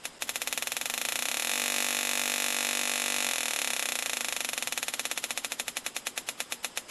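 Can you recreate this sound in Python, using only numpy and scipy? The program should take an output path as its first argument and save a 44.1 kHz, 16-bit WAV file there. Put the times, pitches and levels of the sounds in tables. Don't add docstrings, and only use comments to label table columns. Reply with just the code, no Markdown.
import sys
import numpy as np
from scipy import signal
from scipy.fft import rfft, irfft
from scipy.io import wavfile
from scipy.ndimage import uniform_filter1d

SR = 44100
rng = np.random.default_rng(int(sys.argv[2]) if len(sys.argv) > 2 else 0)


def master(y):
    cut = np.clip(np.atleast_2d(y).T, -1, 1)
    pcm = np.round(cut * 32767)
    wavfile.write(sys.argv[1], SR, pcm.astype(np.int16))


def amplitude_ratio(level_db):
    exponent = np.asarray(level_db, float) / 20
    return 10 ** exponent


N = 304290
PAD = 2048


def read(points, hz):
    f, value = np.transpose(points)
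    return np.interp(np.log(hz + 1), np.log(f + 1), value)


def causal(points, size=4096):
    cepstrum = irfft(np.log(amplitude_ratio(read(points, np.fft.rfftfreq(size, 1 / SR)))))
    cepstrum[1:size // 2] *= 2
    cepstrum[size // 2 + 1:] = 0
    return irfft(np.exp(rfft(cepstrum)))


def clicks(seconds, heights, size):
    at = np.asarray(seconds)[:, None] * SR
    index = np.round(at).astype(int) + np.arange(-16, 17)
    fade = np.cos(np.pi * (index - at) / 34) ** 2
    shape = np.sinc(index - at) * fade
    margin = 32
    out = np.zeros(size + 2 * margin)
    np.add.at(out, index + margin, heights[:, None] * shape)
    return out[margin:size + margin]


def sparks():
    # (frequency [Hz], level [dB])
    port = [(150, -26.5), (390, -12.5), (500, -1.5), (940, 0), (2500, 4.5), (4120, 0), (4840, -10.5),
            (5170, 3.5), (7500, 2.5), (8300, -17), (8630, -6), (11500, -4.5), (12300, -11.5), (13600, -14)]
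    moments = timer()
    strength_db = 0.52 * rng.standard_normal(len(moments))
    strength_db -= 2.7 * (moments < .1)
    train = clicks(moments - .00103, -amplitude_ratio(strength_db - 1.6), N + PAD)
    snap = signal.fftconvolve(bench(), causal(port))
    return signal.fftconvolve(train, snap)[:N + PAD]


def timer():
    # (time [s], wait until next spark [ms])
    knob = [(0.2222, 70.6482), (0.5516, 48.0423), (0.7385, 47.4151), (0.9654, 37.4974), (1.1694, 33.6741),
            (1.462, 23.7967), (1.4944, 20.6012), (3.2422, 20.6008), (3.2791, 22.7917), (3.7042, 30.0647),
            (3.8122, 30.7151), (3.9585, 34.7081), (4.4721, 42.6406), (4.7076, 52.3741), (4.7623, 52.0699),
            (5.4452, 73.607), (5.851, 100.7933), (6.7228, 131.1298)]
    lone_spark_s = .0543
    s, wait_ms = np.transpose(knob)
    moments = [s[0]]
    while moments[-1] < N / SR:
        wait_s = np.exp(np.interp(moments[-1], s, np.log(wait_ms))) / 1000
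        moments.append(moments[-1] + wait_s)
    return np.r_[lone_spark_s, moments]


def bench():
    # (delay [ms], pressure [factor])
    echoes = [(0.079, 0.35), (0.249, 0.16), (0.363, 0.21), (0.454, 0.2), (0.935, -0.28), (1.213, 0.16),
              (1.655, 0.17), (1.82, -0.25), (2.001, -0.18), (2.12, -0.16), (3.294, -0.15), (3.481, 0.18),
              (4.212, -0.12), (5.113, -0.12), (5.255, 0.13), (6.429, -0.13), (6.627, 0.19), (6.82, -0.14),
              (7.591, -0.13)]
    t = np.arange(SR // 2) / SR
    start_s = .001
    after = np.maximum(t - start_s, 0)
    direct = (0.0032, 0.98)
    delay_ms, factor = np.transpose([direct] + echoes)
    early = clicks(delay_ms / 1000 + start_s, factor, len(t))
    return early + ringing(after) + scattered(t, after)


def ringing(after):
    # (frequency [Hz], level [dB], time to fall by 60 dB [s], first swing [+1 out, -1 in])
    modes = [(240, -26, .2, -1), (284, -33, .2, -1), (412, -38.2, .03, -1), (472, -40.1, .06, -1),
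             (512, -53.5, .2, 1), (588, -37.8, .06, 1), (652, -30.2, .03, -1), (796, -46, .06, -1),
             (932, -34, .03, -1), (1080, -46.5, .06, 1), (1160, -38, .03, 1), (1370, -47.6, .06, -1),
             (1410, -47.2, .06, 1), (1550, -37.5, .03, -1), (1630, -38, .03, 1), (1800, -51, .12, 1),
             (1930, -46.8, .06, 1), (2040, -43.8, .06, 1), (2470, -44.8, .06, 1)]
    swell = 1 - np.exp(-after / .004)
    total = np.zeros(len(after))
    for hz, db, t60, swing in modes:
        total += swing * amplitude_ratio(db - 60 * after / t60) * np.sin(2 * np.pi * hz * after)
    return swell * total


def scattered(t, after):
    # (time [ms], level [dB])
    fading = [(0, -51.5), (.7, -24), (8, -32.5), (12, -35), (20, -39), (45, -51.5), (120, -79.5)]
    # (frequency [Hz], level [dB])
    colour = [(200, -13), (700, -7), (2400, -6), (3400, 2.5), (4840, 2.5), (5400, -9), (8000, 4.5),
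              (12300, 7)]
    z = np.exp(2j * np.pi * rng.random((33, len(t) // 32 + 2)))
    dense = signal.istft(z, nperseg=64, noverlap=32)[1][:len(t)]
    ms, level_db = np.transpose(fading)
    loudness = amplitude_ratio(np.interp(after * 1000, ms, level_db))
    tail = dense / dense.std() * loudness * (t < .15) * (after > 0)
    return signal.fftconvolve(tail, causal(colour))[:len(t)]


def hush():
    # (frequency [Hz], level [dB per Hz])
    colour = [(20, -3.5), (40, -8.5), (300, 0.5), (850, -1), (1300, -4.5), (3500, -6.5), (4500, -13),
              (5000, -3.5), (6000, -15.5), (7500, -8.5), (9000, -12.5), (12000, -23)]
    hz = np.fft.rfftfreq(N + PAD, 1 / SR)
    noise = irfft(rfft(rng.standard_normal(N + PAD)) * amplitude_ratio(read(colour, hz)), N + PAD)
    return amplitude_ratio(-51.5) * noise / noise.std()


def camera(x, patchy_db=2.0, fill_db=-17):
    # (from time [s], frequency [Hz])
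    treble_limit = [
        (0, 12100),
        (.19, 13600),
        (1.24, 12900),
        (2.53, 12100),
    ]
    # (from time [s], length [s])
    limit_slips = [(.19, .04), (.75, .04), (1.02, .04), (1.16, .03), (2.63, .06)]
    slip_hz = 12900
    # (frequency [Hz], level [dB])
    coarseness = [(150, -20.5), (400, -3), (1000, 0), (2500, -1), (4500, 1), (7000, 1.5), (12000, 1.5)]
    hop, lead = 941, 491
    frames = dict(nperseg=2 * hop, noverlap=hop, window="cosine")
    hz, t, z = signal.stft(np.r_[np.zeros(lead), x], SR, **frames)

    local = np.sqrt(uniform_filter1d(abs(z) ** 2, size=64, axis=0) + 1e-20)
    patches = uniform_filter1d(rng.standard_normal(z.shape), size=16, axis=0) * 4
    step_size = local * amplitude_ratio(read(coarseness, hz)[:, None] + patchy_db * patches)

    start, limit_hz = np.transpose(treble_limit)
    now = abs(t - lead / SR)
    slipped = sum((now >= s) & (now < s + length) for s, length in limit_slips) > 0
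    usual_hz = limit_hz[np.searchsorted(start, now, "right") - 1]
    kept = hz[:, None] < np.where(slipped, slip_hz, usual_hz)

    steps = np.round(z / step_size)
    fill = amplitude_ratio(fill_db) * np.exp(2j * np.pi * rng.random(z.shape))
    stored = np.where(steps == 0, fill, steps) * step_size * kept
    return signal.istft(stored, SR, **frames)[1][lead:]


def scene():
    return camera(sparks() + hush())[None, :N]


def roll_off(x):
    return signal.sosfilt(signal.butter(12, 14360, fs=SR, output="sos"), x)


def record(dry):
    change_s, half_width_s = .1885, .004
    distance_s = abs(np.arange(N) / SR - change_s)
    dip = np.minimum(distance_s / half_width_s + .05, 1)
    return roll_off(dry * dip)


dry = scene()
out = record(dry)
master(out)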